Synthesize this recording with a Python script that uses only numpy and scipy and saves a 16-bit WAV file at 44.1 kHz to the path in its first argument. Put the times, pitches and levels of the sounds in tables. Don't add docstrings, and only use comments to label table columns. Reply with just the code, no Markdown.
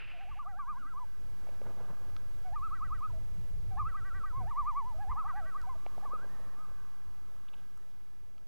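import sys
import numpy as np
from scipy import signal
from scipy.fft import rfft, irfft, next_fast_len
from scipy.io import wavfile
from scipy.ndimage import uniform_filter1d, map_coordinates

SR = 44100
rng = np.random.default_rng(int(sys.argv[2]) if len(sys.argv) > 2 else 0)


def materialize(psi):
    bounded = np.clip(np.atleast_2d(psi).T, -1, 1)
    quanta = np.round(bounded * 32767).astype(np.int16)
    wavfile.write(sys.argv[1], SR, quanta)


def level_to_linear(level):
    exponent = np.asarray(level, float) / 20
    return 10 ** exponent


N = 373682
TIME = np.arange(N) / SR


def loons():
    # [t/s, register name]
    laughs = [
        ([(.1, 879.5, 955, -54), (.182, 870, 1070, -51), (.266, 912, 1200, -56.5), (.352, 940, 1195, -50), (.448, 894, 1095, -52.5), (.55, 947, 1180, -47), (.657, 942, 1224, -45.5), (.752, 928, 1170, -47.5), (.85, 943, 1140, -46.5), (.945, 990, 1195, -53)], [(.134, "low"), (.311, "mid"), (.35, "low"), (.39, "mid"), (.445, "low"), (.589, "mid"), (.781, "high"), (.935, "mid"), (.995, "rest")]),
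        ([(.36, 1090, 1250, -47), (.45, 1086, 1340, -54.5), (.542, 1070, 1310, -47), (.64, 1090, 1320, -53.5), (.73, 1090, 1300, -54), (.83, 1117, 1320, -54.5), (.965, 863, 1015, -46.5)], [(.425, "high"), (.457, "mid"), (.482, "high"), (.9, "rest"), (.987, "mid"), (1.046, "rest")]),
              ([(2.415, 980, 995, -48.5), (2.51, 897, 1240, -47), (2.605, 1044, 1335, -47.5), (2.702, 1048, 1335, -46.5), (2.801, 1003, 1325, -46), (2.899, 996, 1315, -48), (3.001, 967, 1280, -49.5), (3.115, 952, 850, -52.5)], [(2.446, "low"), (2.558, "mid"), (2.679, "high"), (2.706, "mid"), (2.748, "high"), (2.804, "mid"), (2.843, "high"), (2.901, "mid"), (2.943, "high"), (3.003, "mid"), (3.068, "high"), (3.097, "mid"), (3.116, "rest"), (3.13, "low"), (3.19, "rest")]),
        ([(3.68, 963, 1035, -50), (3.757, 956, 1215, -42.5), (3.835, 1035, 1345, -45.5), (3.93, 1040, 1320, -46.5), (4.024, 1050, 1305, -45.5), (4.12, 1070, 1310, -44), (4.218, 1052, 1285, -46.5), (4.33, 984, 1092, -47)], [(3.708, "low"), (3.793, "mid"), (3.884, "high"), (3.94, "mid"), (3.966, "high"), (4.234, "mid"), (4.255, "high"), (4.325, "mid"), (4.426, "rest")]),
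        ([(3.76, 984, 1240, -47.5)], [(3.768, "mid"), (3.831, "rest")]),
              ([(4.36, 940, 1020, -46.5), (4.452, 884, 1250, -46), (4.547, 914, 1195, -38), (4.642, 920.6, 1220, -39), (4.735, 895, 1150, -39), (4.835, 869, 1020, -43.5), (4.94, 828, 900, -54.5)], [(4.4, "low"), (4.508, "mid"), (4.936, "low"), (4.977, "rest")]),
              ([(4.98, 915, 1131, -45), (5.064, 975, 1239, -46.5), (5.149, 975, 1300, -44), (5.24, 990, 1273, -47), (5.332, 940, 1135, -43.5), (5.43, 875, 840, -51)], [(4.982, "low"), (5.113, "mid"), (5.238, "low"), (5.289, "mid"), (5.333, "low"), (5.472, "rest")]),
        ([(5.075, 1080, 1398, -44), (5.152, 1040, 1310, -47), (5.243, 1045, 1314, -44), (5.335, 1075, 1322, -46.5), (5.432, 1040, 1294, -46), (5.535, 1020, 1275, -47.5), (5.652, 950, 1048, -46.5), (5.75, 900, 780, -56)], [(5.09, "low"), (5.138, "rest"), (5.153, "low"), (5.198, "rest"), (5.222, "high"), (5.248, "mid"), (5.275, "high"), (5.542, "mid"), (5.572, "high"), (5.635, "mid"), (5.665, "low"), (5.691, "mid"), (5.746, "low"), (5.772, "rest")]),
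              ([(6.01, 880, 1182, -50), (6.097, 950, 1280, -48), (6.193, 1085, 1300, -45)], [(6.022, "low"), (6.055, "mid"), (6.168, "high"), (6.254, "rest")]),
        ([(6.285, 1425, 1495, -56), (6.38, 1430, 1513, -58), (6.47, 1430, 1510, -60)], [(6.287, "high"), (6.555, "rest")]),
        ([(6.575, 1200, 1280, -62)], [(6.566, "mid"), (6.66, "rest")]),
    ]
    # [from t/s, to t/s]
    rattling = [
        (.44, .53),
        (.865, .89),
        (2.7, 3.03),
        (3.7, 5.7),
    ]
    registers = {"low": (.75, 0.2, 0.83, 29, 8), "mid": (1.001, 0.41, 4.2, 4.4, 0.65),
                 "high": (1.24, -9.5, 1.5, -4, 7)}
    ceiling_hz, ceiling_edge = 1599, 23.86
    attack_s, release_s, overlap_s = .01, .016, .007
    upward_accent_db, accent_s = 2.5, .022
    rebound_db = 2.5
    flutter_db = 1.1
    out, patchy_db = np.zeros(N), 3 * wobble(30)

    def strains(t):
        return sum((t > start) & (t < end) for start, end in rattling)

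    notes = []
    for strokes, jumps in laughs:
        earlier = [(0, "rest")] + jumps
        for (_, before), (start, register), (end, _) in zip(earlier, jumps, jumps[1:]):
            if register != "rest":
                notes.append((strokes, start, end, before, register))

    for strokes, start, end, before, register in notes:
        ratio, register_db, loss_db, catch_db, rich_db = registers[register]
        t = np.arange(start - attack_s / 4, end + overlap_s, 1 / SR)
        pitch, effort_db, height, near = tremolo(strokes, t)
        pitch = ratio * pitch
        limit = (1 + (pitch / ceiling_hz) ** ceiling_edge) ** (strains(t) / ceiling_edge)
        pitch = uniform_filter1d(pitch / limit, size=250, mode="nearest")
        accent_db = upward_accent_db * (before == "low") * np.exp(-np.abs(t - start) / accent_s)
        effort_db = effort_db + register_db + accent_db + rebound_db * (before == "high")
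        effort_db = effort_db - loss_db * (1 - height) - catch_db * near
        ramp = np.minimum((t - t[0]) / attack_s, (t[-1] - t) / release_s)
        fade = np.sin(np.pi / 2 * np.clip(ramp, 0, 1)) ** 2
        strained = np.clip((pitch - 1440) / 70, 0, 1) * strains(t)
        patch_db = patchy_db[round(t[0] * SR):][:len(t)]
        tone = voice(pitch, effort_db, height, rich_db + accent_db + patch_db, strained)
        add(out, t[0], fade * level_to_linear(effort_db) * tone)
    return out * level_to_linear(flutter_db * wobble(45))


def voice(pitch, effort_db, height, rich_db, strained):
    # [f/Hz, level/dB]
    throat = [(600, -7), (800, 0), (950, -1.5), (1200, 8.5), (1320, 7.5), (1420, -1), (1600, 1.5),
              (1800, -4.5)]
    # [f/Hz, level/dB]
    upper = [(1250, -19), (1500, -17), (1700, -2), (1900, -13.5), (2100, -9.5), (2400, -11), (2800, -14),
             (4000, -37)]
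    # [multiple of pitch, level/dB]
    overtones = [
        (2, -14.5),
        (3, -25),
    ]
    # [multiple of pitch, level/dB]
    rattle = [
        (0.499, -15),
        (0.752, -1),
        (1.251, -2.5),
        (1.501, -20.5),
    ]
    dull_trough_db = 7.5
    phase = 2 * np.pi * np.cumsum(pitch) / SR
    tone = level_to_linear(along(throat, pitch)) * np.sin(phase)
    rich_db = rich_db - dull_trough_db * (1 - height) + 0.09 * (effort_db + 52)
    for k, level_db in overtones:
        tone += level_to_linear(level_db + rich_db + along(upper, k * pitch)) * np.sin(k * phase)
    for k, level_db in rattle:
        tone += strained * level_to_linear(level_db + along(throat, pitch)) * np.sin(k * phase)
    return tone


def tremolo(strokes, t):
    last_stroke_s, last_sag = .095, .94
    longest_rise_s, catch_s, roundness = 0.04686, 0.0022, 1.7
    s, low_hz, crest_hz, db = np.transpose(strokes)
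    s = np.r_[s, s[-1] + last_stroke_s]
    low_hz = np.r_[low_hz, low_hz[-1] * last_sag]
    crest_s = s[:-1] + np.minimum(np.diff(s) / 2, longest_rise_s)
    place = np.interp(t, np.sort(np.r_[s, crest_s]), np.arange(2 * len(s) - 1) / 2)
    height = np.abs(np.sin(np.pi * place)) ** roundness
    base = np.interp(t, s, low_hz)
    top = crest_hz[np.minimum(place.astype(int), len(db) - 1)]
    distance_s = np.min(np.abs(t - s[:, None]), axis=0)
    near = np.exp(-(distance_s / catch_s) ** 2)
    return base + (top - base) * height, np.interp(t, crest_s, db), height, near


def shore(birds):
    # [delay t/s, level/dB]
    returns = [(0, -58), (.03, -40), (.25, -42.5), (.8, -71), (1.1, -38), (1.4, -32.5), (1.8, -43),
               (2.2, -37), (2.6, -60)]
    # [f/Hz, level/dB]
    leaves = [(650, -30), (800, -8.5), (950, -3.5), (1150, -4.5), (1350, -2), (1600, 11.5), (1850, -8),
              (2300, -15)]
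    delay, db = np.transpose(returns)
    t = TIME[:SR * 13 // 5]
    mid, side = rng.standard_normal((2, len(t))) * level_to_linear(np.interp(t, delay, db) - 25.5)
    stirred = birds * (0.76 + 0.72 * wobble(90))
    earlier = level_to_linear(-4) * stirred[round(3.5 * SR):][:SR]
    calls = np.r_[earlier, stirred]

    def scattered(m):
        return rfft(calls, m) * rfft([mid + 0.047 * side, mid - 0.054 * side], m)

    return coloured(scattered, lambda hz: level_to_linear(along(leaves, hz)))[:, SR:SR + N]


def splashing():
    # [t/s, peak level/dB, cavity f/Hz, spray level/dB]
    slaps = [(1.471, -52.5, 685, -17), (1.49, -52, 610, -11), (1.616, -47, 553, -18),
             (1.784, -57, 674, -28), (1.832, -62, 835, -23), (5.864, -42.5, 713, -9.5),
             (5.98, -46, 713, -41), (6.053, -48.5, 730, -29), (6.134, -48.5, 520, -38),
             (6.195, -59, 484, -22), (6.244, -53.5, 573, -26), (6.401, -56.5, 610, -24),
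             (6.687, -65, 500, -13), (6.714, -62, 573, -22)]
    # [t/s, level/dB]
    churn = [
        [(1.38, -71.5), (1.854, -58), (2.1, -67.5)],
        [(5.95, -65.5), (6.232, -64.5), (6.6, -68.5)],
    ]
    # [f/Hz, level/dB per Hz]
    foam = [(120, 2), (250, -6), (600, -6), (1000, -9), (1500, -15.5), (3000, -36.5), (5000, -47)]
    out, t = np.zeros(N), np.arange(round(.04 * SR)) / SR

    def ring(hz, t60):
        return level_to_linear(-60 * t / t60) * (1 - np.exp(-t / 0.00024)) * np.sin(2 * np.pi * hz * t)

    for s, db, hz, spray_db in slaps:
        blow = ring(hz, 0.018) + level_to_linear(spray_db + 7.5) * ring(2330, 0.0042)
        add(out, s - .003, level_to_linear(db - 6.0) * blow)
        add(out, s, level_to_linear(db + 8.5) * blow)
        add(out, s + 0.00222, level_to_linear(db + 1) * blow)
    lumps = level_to_linear(3.9 * wobble(30) + 2.1 * wobble(90))
    churning = unit(lumps * noise(foam, [(500, 1.0)]))
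    return out + sum(level(spell) for spell in churn) * level_to_linear(3.5) * churning


def ticks():
    # [t/s, peak level/dB, f/Hz, body level/dB]
    clicks = [
        (2.165, -49.5, 3200, -2.5),
        (5.6151, -54.5, 5300, -2),
        (7.7748, -65, 8200, 2),
        (8.3803, -62.5, 3610, -8),
    ]
    # [t/s, peak level/dB, length t/s]
    creaks = [
        (7.481, -64, 0.012),
        (7.532, -63.5, 0.014),
        (7.56, -75, 0.049),
    ]
    out, t = np.zeros(N), np.arange(round(.06 * SR)) / SR

    def band(lo_hz, hi_hz, x):
        sos = signal.butter(3, [lo_hz, hi_hz], "band", fs=SR, output="sos")
        return unit(signal.sosfilt(sos, x))

    for s, db, hz, body_db in clicks:
        click = band(hz / 1.5, hz * 1.6, rng.standard_normal(len(t)))
        add(out, s, level_to_linear(db - 60 * t / 0.011) * click)
        add(out, s, level_to_linear(db + body_db + 3 - 60 * t / 0.04) * np.sin(2 * np.pi * 1300 * t))
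    rasps = band(2500, 3600, rng.standard_normal((len(creaks), len(t))))
    for (s, db, length), grit in zip(creaks, rasps):
        add(out, s, level_to_linear(db) * grit * np.sin(np.pi * np.clip(t / length, 0, 1)) ** .5)
    knock = (1 - np.exp(-t / 0.0018)) * np.sin(2 * np.pi * 900 * t)
    add(out, 7.537, level_to_linear(-54 - 60 * t / 0.036) * knock)
    return out


def wind():
    # [t/s, level/dB]
    buffets = [(0.0, -64), (0.12, -56), (0.82, -61.5), (1.27, -50), (1.6, -61), (2.29, -49.5), (2.41, -55),
               (2.88, -46.5), (3.87, -44), (3.96, -58), (4.03, -42.5), (4.29, -55.5), (4.39, -41.5),
               (4.53, -49.5), (8.47, -65.5)]
    # [f/Hz, level/dB per Hz]
    rumble = [(8.8, -37), (15, 3), (34, 0), (63, -5.5), (254, -34), (400, -38), (520, -38), (880, -120)]
    # [t/s, peak level/dB, f/Hz]
    gusts = [(0.708, -59.5, 160), (0.789, -60.5, 217), (0.842, -60.5, 254), (2.249, -60, 93.7),
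             (3.078, -49, 92), (3.37, -48.5, 154.5), (3.679, -44, 90.3), (3.814, -41.5, 101),
             (4.367, -49, 92), (5.09, -54, 93), (8.399, -77, 126)]
    thumps, t = np.zeros(N), np.arange(round(0.048 * SR)) / SR
    for s, db, hz in gusts:
        swing = np.sin(2 * np.pi * hz * t * (0.817 + 6 * t))
        add(thumps, s - .01, level_to_linear(db - 1.0) * np.hanning(len(t)) * swing)
    lumps = level_to_linear(2.26 * wobble(9) + 2.9 * wobble(25))
    return thumps + level(buffets) * unit(lumps * noise(rumble, [(30, 0.95), (200, 1.0)]))


def brook():
    # [t/s, level/dB]
    trickle = [
        (0, -53),
        (.15, -62.5),
        (.38, -68),
        (.44, -79),
    ]
    # [f/Hz, level/dB per Hz]
    bubbles = [(710, -16.5), (1200, -12), (1320, -7), (1550, -6.5), (1940, -8.5), (2710, 0.5), (3510, -20),
               (5110, -29.5), (6500, -62), (8450, -83), (14300, -120)]
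    bubbling = level_to_linear(1.9 * wobble(118.0)) * noise(bubbles, [(2500, .99)])
    return level(trickle) * level_to_linear(4.0) * unit(bubbling)


def background():
    # [f/Hz, level/dB per Hz]
    hiss = [(80, -34), (150, -6.5), (400, -12.5), (480, -28), (670, -33), (760, -14.5), (2000, -22),
            (3500, -26), (6000, -28), (14000, -32.5), (15000, -40)]
    # [f/Hz, correlation]
    alike = [(180, 0.97), (540, 0.98), (1610, 1), (4820, 0.74), (9500, 0.42), (14400, 0.68)]
    # [f/Hz, level/dB per Hz]
    hollow = [(400, -11), (480, -1.5), (660, -1), (760, -27)]
    # [from t/s, to t/s, bias toward full]
    filling = [(1.057, 1.45, 0.9), (1.992, 2.35, 3), (5.72, 5.95, -0.3), (6.491, 6.702, -0.2),
               (6.696, 7.281, -1), (7.377, 7.5, -2.5), (7.615, 7.812, -2.5), (7.923, 8.262, -3)]
    # [f/Hz, rms level/dB]
    whines = [
        (11090, -99),
    ]
    full_bias = 1.9
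    whine = sum(level_to_linear(db + 3) * np.sin(2 * np.pi * hz * TIME) for hz, db in whines)
    bias = full_bias + sum((b - full_bias) * (TIME > start) * (TIME < end) for start, end, b in filling)
    fullness = np.clip(1.11 * wobble(25) + bias, 0, 1)
    fits = fullness * level_to_linear(-73) * noise(hollow, [(500, 0.99)])
    return level_to_linear(-66.5 + 0.43 * wobble(8)) * noise(hiss, alike) + fits + whine


def noise(spectrum, alike):
    top_hz = 15030

    def white(m):
        return rng.standard_normal((2, m // 2 + 1, 2)).view(complex)[..., 0]

    def response(hz):
        turn = np.arccos(np.clip(along(alike, hz), -1, 1)) / 2
        return level_to_linear(along(spectrum, hz)) * (hz < top_hz) * [np.cos(turn), np.sin(turn)]

    mid, side = coloured(white, response)[:, :N]
    return unit(np.array([mid + side, mid - side]))


def coloured(x, response):
    m = next_fast_len(N + 4 * SR, real=True)
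    return irfft(x(m) * response(np.fft.rfftfreq(m, 1 / SR)), m)


def wobble(rate):
    coarse = TIME[::32]
    knots = rng.standard_normal(int(N * rate / SR) + 4)
    return np.interp(TIME, coarse, map_coordinates(knots, [coarse * rate]))


def unit(x):
    return x / np.sqrt(np.mean(x ** 2) + 1e-20)


def along(points, hz):
    f, v = np.transpose(points)
    return np.interp(np.log(hz + 1), np.log(f + 1), v)


def level(rows):
    s, db = np.transpose(rows)
    return level_to_linear(np.interp(TIME, s, db, left=-200, right=-200))


def add(track, s, sound):
    part = track[round(s * SR):][:len(sound)]
    part += sound[:len(part)]


def scene():
    # [t/s, gain]
    fading = [
        (0, .42),
        (1.55, 1),
        (6.15, 1),
        (8.47, .39),
    ]
    birds = loons()
    fade = np.interp(TIME, *np.transpose(fading))
    offset = np.array([[.022], [-.0229]])
    near = splashing() + ticks() + wind() + brook()
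    surroundings = level_to_linear(-4.5) * shore(birds / fade) + background() + offset
    return birds + near + fade * surroundings


def band_limit(x):
    return signal.sosfilt(signal.butter(12, 15030, fs=SR, output="sos"), x)


def record(dry):
    return band_limit(dry)


dry = scene()
out = record(dry)
materialize(out)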